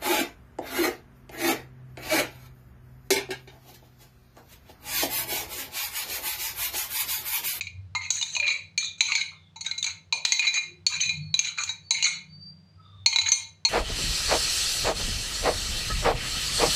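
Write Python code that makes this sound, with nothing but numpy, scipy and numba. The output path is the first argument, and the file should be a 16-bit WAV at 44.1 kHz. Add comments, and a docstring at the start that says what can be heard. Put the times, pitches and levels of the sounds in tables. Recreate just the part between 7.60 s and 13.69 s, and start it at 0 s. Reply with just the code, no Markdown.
"""In a small hard-walled kitchen, a metal spoon stirs a moist mixture in a frying pan, close by.
Its clinks and its stick-slip drags excite the same four families of decaying modes, with short noise bursts.
Soft rubs are noise-modulated gliding tones; a thin whistle, frequency-modulated, comes and goes.
Low wavering tones with rumble hum over room noise. A gain control ducks loud sounds and the hum with them."""
import sys
import numpy as np
from scipy import signal
from scipy.fft import rfft, irfft, next_fast_len
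from scipy.io import wavfile
from scipy.ndimage import uniform_filter1d, map_coordinates
from numba import njit

SR = 44100
rng = np.random.default_rng(int(sys.argv[2]) if len(sys.argv) > 2 else 0)


def output_pcm(signal):
    """Save a mono or channel-first signal as 16-bit PCM at the path in sys.argv[1].

    Samples are clipped to [-1, 1] before scaling.
    """
    pcm = np.clip(np.atleast_2d(signal).T, -1, 1) * 32767
    wavfile.write(sys.argv[1], SR, np.round(pcm).astype(np.int16))


N = 268524  # samples

FIRM_DB = -3  # strength of a firm blow
SHARPEN = 0.075  # extra dB of crack and tick per dB of strength above a firm blow
CUSHION = 0.1  # dB by which the swell time grows per dB of strength below a firm blow
SWELL_S = 0.0016  # time constant in which the ring of a firm blow swells
CRACK_DB = 1.5  # crack of a blow beside its sharpened strength
TICK_TILT = 0.28  # dB of tick per dB of brightness

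# Spoon meets pan: (time [s], strength [dB], brightness [dB], pan body [dB re strength],
# leading mode [Hz], its level [dB re strength], damping t60 [s])
BLOWS = [(0.0094, -27.5, -7.5, -22.5, 2490, 1, 0.034), (0.069, -40, -13, -34, 2407, 10.5, 0.037),
         (0.35, -31.5, -10.5, 4, 2100, 5, 0.15), (0.5041, -18.5, 23, -16, 4490, -6, 0.049),
         (0.6118, -32, 14, -11.5, 2920, -1, 0.09), (0.6255, -25.5, 9.5, -15.5, 3690, 5, 0.054),
         (0.7504, -30.5, 10.5, -22, 2870, -2, 0.064), (0.7645, -25, 4, -9.5, 2484, 5, 0.049),
         (0.7992, -26.5, -6, -19.5, 2412, 10, 0.064), (0.878, -23, -14.5, -14.5, 3936, 1.5, 0.097),
         (1.177, -19.5, 10, -35.5, 2360, 0, 0.078), (1.4068, -10, -1.5, -22.5, 4007, 1, 0.072),
         (1.52, -19.5, -15, -18.5, 2467, 3, 0.041), (1.5516, -16, -4.5, -25.5, 4367, -8, 0.11),
         (1.6133, -26.5, -16.5, -35, 3890, 2, 0.053), (1.9589, -50, 6, 0.5, 3933, 0, 0.18),
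         (2.0083, -39.5, 13, -22, 4344, 2.5, 0.079), (2.0626, -31.5, 4.5, -15, 3830, 7, 0.05),
         (2.1119, -30.5, -9, -17.5, 4070, 9, 0.033), (2.1787, -38, 13, -27, 3985, 5, 0.092),
         (2.227, -25, 19.5, -35.5, 3680, 8.5, 0.02), (2.242, -23, 6.5, -19.5, 4040, -2.5, 0.039),
         (2.2633, -29, 6, -16, 2365, -2, 0.1), (2.525, -19, -9, -7.5, 3990, -2.5, 0.07),
         (2.651, -9.5, 1.5, -20.5, 5040, -9, 0.024), (2.7209, -10.5, 7, -22, 3964, -0.5, 0.064),
         (2.7932, -19, -4, -20.5, 2462, 7.5, 0.064), (2.8492, -29, -8.5, -24, 2347, -3, 0.05),
         (2.868, -23.5, -18, -19, 3983, 7, 0.21), (3.2655, -15, 11, -32.5, 4409, 8.5, 0.04),
         (3.4097, -31, 10.5, -44, 6240, 10.5, 0.095), (3.4922, -26.5, -7, -35.5, 3964, 4, 0.114),
         (3.5053, -34, -17.5, -14, 2400, -1, 0.1), (3.741, -22, -1.5, -16, 3980, 12, 0.063),
         (3.791, -14.5, 0, -22, 6375, 7, 0.037), (3.985, -32, -7.5, -21, 2410, 1.5, 0.055),
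         (4.0352, -27.5, 20.5, -19, 6400, -12, 0.03), (4.0915, -37, 11, -3.5, 3880, 11, 0.083),
         (4.3074, -15.5, 9.5, -16.5, 4324, -7, 0.076), (4.425, -19.5, 7, -21.5, 2860, -2, 0.057),
         (5.4609, -11, 2, -16, 4301, 6, 0.072), (5.5271, -27, -10, -9, 2970, -17, 0.12),
         (5.5599, -14.5, 0, -9.5, 3958, 8.5, 0.036), (5.5856, -16, -3.5, -14, 4022, 7, 0.083),
         (5.6132, -20, 1.5, -12.5, 2973, -9, 0.036), (5.6869, -23.5, 11, -13.5, 6590, 8.5, 0.057),
         (5.7185, -10, 12.5, -19.5, 6213, 5, 0.089), (6.0501, -15, 7.5, -11.5, 4300, 6, 0.079)]


def clinks(ring_db=9.5, tick_db=-27, wet_db=-7):
    """Impact excitation: each blow starts with a tiny bright tick and rings the modes; harder is sharper."""
    out = np.zeros(N)
    t = np.arange(SR // 100) / SR
    for s, db, bright_db, body_db, lead_hz, lead_db, damped_t60 in BLOWS:
        edge_db = db + SHARPEN * (db - FIRM_DB)
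        swell_s = SWELL_S * amp(CUSHION * (FIRM_DB - db))
        lead = amp(db + ring_db + lead_db) * leading_mode(lead_hz, damped_t60, swell_s)
        add(out, s, in_kitchen(lead, wet_db=-15))

        family_db = families(db + ring_db, bright_db, body_db)
        blow = contact(s, family_db, edge_db + CRACK_DB, bright_db, damped_t60,
                       crack_t60=0.038, swell_s=swell_s, size=SR // 3)
        add(out, s, in_kitchen(blow, wet_db))

        tick_gain = amp(edge_db + tick_db + TICK_TILT * bright_db - 60 * t / 0.0082)
        add(out, s, tick_gain * rng.standard_normal(len(t)))
    return out


FREE_DB = -49  # the part of a leading mode that rings on
FREE_T60 = 0.62  # its decay time at 2.4 kHz [s], shorter for higher modes


def leading_mode(hz, damped_t60, swell_s):
    """Contact damping: the favoured mode wavers and is mostly damped by the spoon; a small part sings on."""
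    t = np.arange(SR // 2) / SR
    free_t60 = FREE_T60 * np.sqrt(2400 / hz)
    # the random phase walk weakens with the spoon's damping
    steps = rng.standard_normal(len(t)) * np.exp(-t / damped_t60)
    waver = np.cumsum(steps) * .0004 * np.sqrt(hz)
    decay = amp(-60 * t / damped_t60) + amp(FREE_DB - 60 * t / free_t60)
    swell = 1 - np.exp(-t / swell_s)
    return swell * decay * np.sin(2 * np.pi * hz * t + waver)


DRAG_BODY_DB = -27  # pan body of a drag beside its strength

# Spoon drags over the pan: (time [s], length [s], strength [dB], brightness [dB], grit [dB re strength])
DRAGS = [(0.402, 0.071, -35.5, -8, -26), (0.51, 0.088, -32, 25.5, 4), (0.611, 0.18, -41.5, 22, 3),
         (0.82, 0.054, -29, -30, -16), (0.856, 0.077, -19, -13, -20.5), (1.194, 0.066, -28.5, -0.5, -12),
         (1.375, 0.028, -48, 14.5, -6), (1.456, 0.09, -25, 1.5, -3), (1.551, 0.067, -23, -3, -22),
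         (2.039, 0.05, -35, 6, 2.5), (2.262, 0.055, -34.5, -4, -10.5), (2.646, 0.032, -31.5, 1.5, -3),
         (2.815, 0.044, -18, -22, -15.5), (2.863, 0.024, -14, -8, -29.5), (2.929, 0.06, -17, -3, -20.5),
         (3.001, 0.024, -33.5, 5, -20), (3.313, .06, -27, 2, -17), (3.395, 0.075, -19.5, -3.5, -21),
         (3.828, 0.069, -27, 1, -2), (3.97, 0.057, -28.5, 0.5, -12.5), (4.07, 0.043, -29, -0.5, -4),
         (4.333, 0.081, -28.5, -10, -18.5), (4.433, 0.042, -7.5, 5.5, -12.5),
         (5.656, 0.035, -19.5, -1, -9.5)]


def scrapes(scratch_db=-4, wet_db=-6):
    """Stick-slip friction: every slip is a tiny blow; each spot crossed has its own colour and caught grains."""
    out = np.zeros(N)
    step, slips_per_step = SR // 80, 7  # samples on one spot, slips on it
    slip_spread_db, bite_spread_db, colour_spread_db = 3.5, 1.5, 5
    for start, length, db, bright_db, grit_db in DRAGS:
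        n = max(round(length * SR), step)
        stroke = np.zeros(n + SR // 4)
        pressure = np.pad(signal.windows.tukey(n, .3), (0, step))
        for first in range(0, n, step):
            size, push = rng.standard_normal((2, slips_per_step))
            places = first + rng.integers(0, step, slips_per_step)
            slips = np.sign(push) * amp(slip_spread_db * size)
            bite = amp(bite_spread_db * rng.standard_normal())
            forces = bite * slips / np.linalg.norm(slips) * pressure[places]

            colour_db = bright_db + colour_spread_db * rng.standard_normal()
            family_db = families(db, colour_db, DRAG_BODY_DB)
            answer = contact(start + first / SR, family_db, db + grit_db, colour_db,
                             damped_t60=0.094, crack_t60=0.0067, swell_s=0.0004, size=SR // 5)
            add(answer, 0, amp(db + scratch_db) * (scratch() + scratch()))
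            for place, force in zip(places, forces):
                add(stroke, place / SR, force * answer)
        add(out, start, in_kitchen(stroke, wet_db))
    return out


def scratch(centre_hz=2450, spread=.36):
    """Damped oscillation: a hard grain caught under the spoon rings briefly at a pitch of its own."""
    t = np.arange(SR // 40) / SR
    hz = centre_hz * np.exp(spread * rng.standard_normal())
    ring = amp(-60 * t / .013) * np.sin(2 * np.pi * hz * t)
    fade_out = 1 - (t / t[-1]) ** 2
    return ring * (1 - np.exp(-t / .0004)) * fade_out


COUPLING_DB, COUPLING_HZ = 8.5, 132  # boost of a mode at the spoon's main resonance; how near it must be

# Modes of spoon and pan by family: (frequency [Hz], level [dB within the family], free t60 [s])
LOW_FAMILY = [(785, -6, 0.12), (911, 0.5, 0.52), (999, -4.5, 0.33), (1158, 4, 0.038), (1250, -10.5, 0.06)]
MID_FAMILY = [(2130.6, -5, 0.45), (2428, 2.5, 0.35), (2596, 3, 0.043)]
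HIGH_FAMILY = [(3760, -9, 0.05), (3983, 4, 0.1), (3968, 0, 0.42), (4310, -1, 0.25), (4370, -3, 0.15),
               (4942, -16, 0.36)]
TOP_FAMILY = [(5708, -20, .3), (5992, -15, .3), (6240, -10, .16), (6300, -6, .35), (6420, -9, .2),
              (6528, -7, .3), (6845, -7, .33), (7040, -11, .15), (7830, -17, .08), (8740, -26, .16)]
# The spoon's main resonance, which joins the middle family: (level [dB within the family], free t60 [s])
SPOON_RESONANCE = (1.5, 0.092)
# That resonance moves as grip and contact point change: (time [s], frequency [Hz])
SPOON_RESONANCE_PITCH = [(.1, 2266), (.36, 2110), (.78, 2420), (.96, 2220), (1.3, 2440), (1.62, 2213),
                         (2.2, 2160), (2.63, 2440), (2.73, 2073), (2.8, 2407), (2.96, 2232), (3.35, 2423),
                         (3.85, 2385), (4.2, 2228), (5.46, 2180)]


def contact(s, family_db, crack_db, bright_db, damped_t60, crack_t60, swell_s, size,
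            scatter_db=3.0, free_share=0.36):
    """Modal superposition: a blow's strength is shared between mode families, plus a burst of dense noise."""
    t = np.arange(size) / SR
    ring = np.zeros(size)
    held = amp(-60 * t / damped_t60)
    spoon_hz = np.interp(s, *np.transpose(SPOON_RESONANCE_PITCH))
    middle = list(MID_FAMILY) + [(spoon_hz, *SPOON_RESONANCE)]
    for modes, db in zip((LOW_FAMILY, middle, HIGH_FAMILY, TOP_FAMILY), family_db):
        hz, level, t60 = np.transpose(modes)[:, :, None]
        luck, grip, slide, phase = rng.standard_normal((4, len(modes), 1))
        gain = amp(level + scatter_db * luck + COUPLING_DB * bump(hz, spoon_hz, COUPLING_HZ))

        # the short-lived modes are the spoon's: they shift with grip and bend as it slides;
        # the pan's long ones hardly move
        looseness = np.minimum(.00016 / t60 ** 2 + .001, .16)
        cycles = hz * t * (1 + looseness * (grip + slide * t / (t + damped_t60)))
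        free_decay = np.exp(np.float32(-np.log(1000) / t60 * t))
        waves = free_decay * np.sin(np.float32(2 * np.pi * (cycles + phase)))

        # the spoon resting on the metal damps all but a share of each mode, least of all the long ones
        damping = held + np.minimum(free_share * t60 ** 2, .5)
        ring += amp(db) * np.sum(gain * damping * waves, axis=0) / np.linalg.norm(gain)

    crack = np.zeros(size)
    add(crack, 0, grit(bright_db, crack_t60))
    # the food cushions the blow, so the ring takes a moment to swell
    swell = 1 - np.exp(-t / swell_s)
    return swell * ring + np.sqrt(swell) * amp(crack_db) * crack


MID_DB, TOP_DB = -1, -3  # the 2 kHz and 6.5 kHz families beside the 4 kHz one
MID_TILT, TOP_TILT = -0.54, 0.37  # dB that each gains per dB of brightness


def families(strength_db, bright_db, body_db):
    """Spectral balance: brightness moves strength from the 2 kHz mode family to the 6.5 kHz one."""
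    mid_db = MID_DB + MID_TILT * bright_db
    top_db = TOP_DB + TOP_TILT * bright_db
    return strength_db + np.array([body_db, mid_db, 0, top_db])


GRIT_TILT = 0.35  # dB per octave above 4 kHz per dB of brightness

# Spectrum of the dense, quickly dying rest of a contact: (frequency [Hz], relative density [dB per Hz])
CRACK_SPECTRUM = [(150, -33.5), (400, -49), (700, -18), (1500, -2), (2800, 12), (4400, 11.5), (5300, 4),
                  (6800, 7), (8200, -4), (9500, -21.5), (12500, -23), (13500, -39), (15200, -17.5),
                  (16500, -32)]


def grit(bright_db, t60):
    """High modal density: the rest of a contact is a short noise burst, with more treble when bright."""
    t = np.arange(SR // 15) / SR

    def response(hz):
        octaves = np.log2(np.clip(hz / 4000, 1, 3))
        return amp(along(CRACK_SPECTRUM, hz) + GRIT_TILT * bright_db * octaves)

    return noise(response, len(t)) * amp(-60 * t / t60)


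def shimmer(x, count=36):
    """Convolution with a modal response: the pan's many faint high modes ring along with every contact."""
    low_hz, high_hz, t60, peak_db = 7600, 16000, .2, 7
    t = np.arange(SR // 4) / SR
    rate = np.log(1000) / t60
    modes = np.sin(2 * np.pi * rng.uniform(low_hz, high_hz, (count, 1)) * t).sum(axis=0)
    response = amp(peak_db) * 2 * rate / SR * np.exp(-rate * t) * modes
    return x + signal.fftconvolve(x, response)[:N]


RUB_BLUR_S = 0.011  # a rub's relative width is this time over its length
RUB_AIR_DB = -22.5  # the rough hiss around a rub's note, in its spectrum

# Soft rubbing in the pan:
# (time [s], length [s], centre pitch [Hz], level [dB], fall [share of the pitch, negative rises])
RUBBINGS = [(0.72, 0.23, 581, -48.5, 0.29), (1.18, 0.14, 3724, -39, -0.024),
            (1.478, 0.06, 1188, -41.5, 0.29), (1.702, 0.24, 3559, -67.5, 0.074),
            (1.71, 0.037, 1206, -59, 0.026), (2.043, 0.1, 1498, -50.5, 0.24),
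            (2.245, 0.057, 1477, -50, 0.49), (2.526, 0.05, 648, -46.5, 0.3),
            (3.021, 0.14, 353.6, -61, 0.014), (3.293, 0.055, 1122, -47, 0.16),
            (3.84, 0.093, 1420, -55.5, 0.3), (3.973, 0.045, 1334, -36.5, 0.23),
            (5.156, .26, 1223, -64, 0.15), (5.197, 0.27, 3610, -64, -0.0098)]


def rubs():
    """Amplitude modulation by noise: a rub sings in one gliding resonance, purer the longer it lasts."""
    out = np.zeros(N)
    for s, length, centre_hz, db, fall in RUBBINGS:
        n = round(length * SR)
        glide = centre_hz * (1 + fall * np.linspace(.5, -.5, n))
        width = centre_hz * RUB_BLUR_S / length
        carrier = np.sin(2 * np.pi * np.cumsum(glide) / SR)

        def response(hz):
            return bump(hz, 0, width) ** 2 + amp(RUB_AIR_DB) * bump(hz, 0, centre_hz / 4)

        rub = unit(carrier * noise(response, n)) * signal.windows.tukey(n, .5)
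        add(out, s, in_kitchen(amp(db) * rub, wet_db=-2.0))
    return out


# When the whistle sounds: (time [s], length [s], level [dB])
WHISTLE_TIMES = [(3.469, 0.42, -52.5), (4.224, 0.13, -56.5), (4.667, 0.3, -50.5), (4.86, 0.51, -69.5)]
# Its pitch holds, then creeps up: (time [s], frequency [Hz])
WHISTLE_GLIDE = [(3.7, 4361), (4.26, 4494), (4.69, 4557), (4.86, 4670), (5.25, 4796)]


def whistle(waver_hz=22, gain_db=0.0):
    """Frequency modulation: a thin tone with a faint octave wavers, comes and goes and creeps up in pitch."""
    hz = np.interp(np.arange(N) / SR, *np.transpose(WHISTLE_GLIDE))
    phase = 2 * np.pi * np.cumsum(hz + waver_hz * wobble(160)) / SR
    tone = unit(np.sin(phase) + amp(-43.5) * np.sin(2 * phase))
    level = np.zeros(N)
    for s, length, db in WHISTLE_TIMES:
        add(level, s, amp(db) * signal.windows.tukey(round(length * SR), .5))
    flutter_db, wet_db = 2.5, -4
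    flutter = amp(gain_db + flutter_db * wobble(32))
    return in_kitchen(tone * level * flutter, wet_db)[:N]


# Tones of the hum: (frequency [Hz], wavering [Hz])
HUM_PITCHES = [(95, 3.5), (155, 4), (180, 5)]
# Base level of each of these, tone and rumble together weighted below: (low [dB], middle [dB], high [dB])
HUM_LEVELS = [-56.5, -59.5, -66]
# Level changes of the hum: it swells, or is turned down under loud clinks:
# (time of extreme [s], width [s], low change [dB], middle change [dB], high change [dB])
HUM_CHANGES = [(.2, 0.21, 15.5, -1.5, 1.5), (2.8, 0.18, -20.5, -3, -1), (3.6, 0.21, 13.5, 24.5, 11.5),
               (4.699, 0.38, -1.5, 8.5, 12), (5.6, 0.32, 12, -8, -4.5)]
# Room noise: (frequency [Hz], relative density [dB per Hz])
AIR_SPECTRUM = [(25, -46), (120, -11.5), (439, -17.5), (2410, -26.5), (4490, -29.5), (9840, -44.5),
                (16000, -56)]


def hum(tone_db=-4, rumble_db=-7, rumble_width_hz=27, air_db=-68):
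    """Narrow-band noise around wavering tones: three low tones change in level over steady room noise."""
    out = noise(lambda hz: amp(along(AIR_SPECTRUM, hz)), N) * amp(air_db)
    t = np.arange(N) / SR
    changes_db = np.zeros((len(HUM_PITCHES), N))
    for s, width, *extreme_db in HUM_CHANGES:
        changes_db += np.outer(extreme_db, np.exp(-((t - s) / width) ** 2))
    for (centre, waver_hz), db, change_db in zip(HUM_PITCHES, HUM_LEVELS, changes_db):
        tone = unit(np.sin(2 * np.pi * np.cumsum(centre + waver_hz * wobble(25)) / SR))
        rumble = noise(lambda hz: bump(hz, centre, rumble_width_hz) ** 2, N)
        level = amp(db + change_db + 2.1 * wobble(12))
        out += level * (amp(tone_db) * tone + amp(rumble_db) * rumble)
    return out


# Reverberation time of the kitchen: (frequency [Hz], t60 [s])
KITCHEN_T60 = [(200, 0.65), (600, 0.27), (3500, 0.3), (9200, 0.19), (15000, 0.27)]


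def in_kitchen(x, wet_db, build_s=0.0017):
    """Reverberation: a noise tail builds up as the walls answer and decays at a rate set by frequency."""
    hz, t, z = signal.stft(rng.standard_normal(SR // 2), SR, nperseg=256)
    decay = amp(-60 * t / along(KITCHEN_T60, hz)[:, None])
    shape = decay * (1 - np.exp(-t / build_s))
    tail = signal.istft(z * shape, SR, nperseg=256)[1]
    echo = amp(wet_db) * tail / np.linalg.norm(tail)
    echo[0] += 1  # the direct sound
    return signal.fftconvolve(x, echo)


def amp(db):
    """Logarithmic level: decibels to gain."""
    return 10 ** (np.asarray(db) / 20)


def unit(x):
    """Normalisation: x at rms 1."""
    return x / np.sqrt(np.mean(x ** 2) + 1e-20)


def along(points, hz):
    """Logarithmic interpolation: (frequency [Hz], value) points read on a log axis."""
    f, v = np.transpose(points)
    return np.interp(np.log(hz + 1), np.log(f + 1), v)


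def wobble(rate):
    """Band-limited fluctuation: a smooth random curve with rate knots a second."""
    knots = rng.standard_normal(int(N * rate / SR) + 4)
    return map_coordinates(knots, [np.arange(N) * rate / SR])


def filtered(x, response):
    """Linear filtering: the spectrum of x times a response of frequency."""
    m = next_fast_len(len(x) + SR // 10)
    return irfft(rfft(x, m) * response(np.fft.rfftfreq(m, 1 / SR)), m)[:len(x)]


def noise(response, size):
    """Spectral shaping: coloured noise of rms 1."""
    return unit(filtered(rng.standard_normal(size), response))


def bump(hz, centre, width):
    """Resonance: a bell-shaped curve of height 1."""
    return 1 / (1 + ((hz - centre) / width) ** 2)


def add(track, s, x):
    """Superposition: mix x into the track from time s."""
    part = track[max(round(s * SR), 0):][:len(x)]
    part += x[:len(part)]


@njit
def follow(x, rise, fall):
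    """Envelope following: a level tracker with separate rising and falling speeds."""
    out, level = np.zeros(len(x)), 0.
    for i in range(len(x)):
        level += (x[i] - level) * (rise if x[i] > level else fall)
        out[i] = level
    return out


SPOON_DB = 1  # gain of the spoon's work over the hum and the whistle


def scene():
    """Superposition: all sources add up at one microphone."""
    contacts = shimmer(clinks() + scrapes())
    spoon = amp(SPOON_DB) * (contacts + rubs())
    return (spoon + whistle() + hum())[None]


TOP_HZ = 16600  # upper end of the band


def record(dry, threshold_db=-28, slope=0.47, attack_s=0.0012, release_s=0.028,
           slow_slope=0.09, slow_release_s=0.12):
    """Compression: loud attacks duck everything, with a fast and a slow recovery; a steep low-pass follows."""
    x = dry[0]
    power = np.abs(uniform_filter1d(x * x, size=88))
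    over_db = np.maximum(10 * np.log10(power + 1e-12) - threshold_db, 0)
    # the gain takes a moment to fall, which lets the start of an attack through
    duck_db = follow(slope * over_db, 1 / (attack_s * SR), 1 / (release_s * SR))
    duck_db += follow(slow_slope * over_db, 1 / (release_s * SR), 1 / (slow_release_s * SR))
    return filtered(x * amp(-duck_db), lambda hz: hz < TOP_HZ)[None]


dry = scene()
out = record(dry)
output_pcm(out)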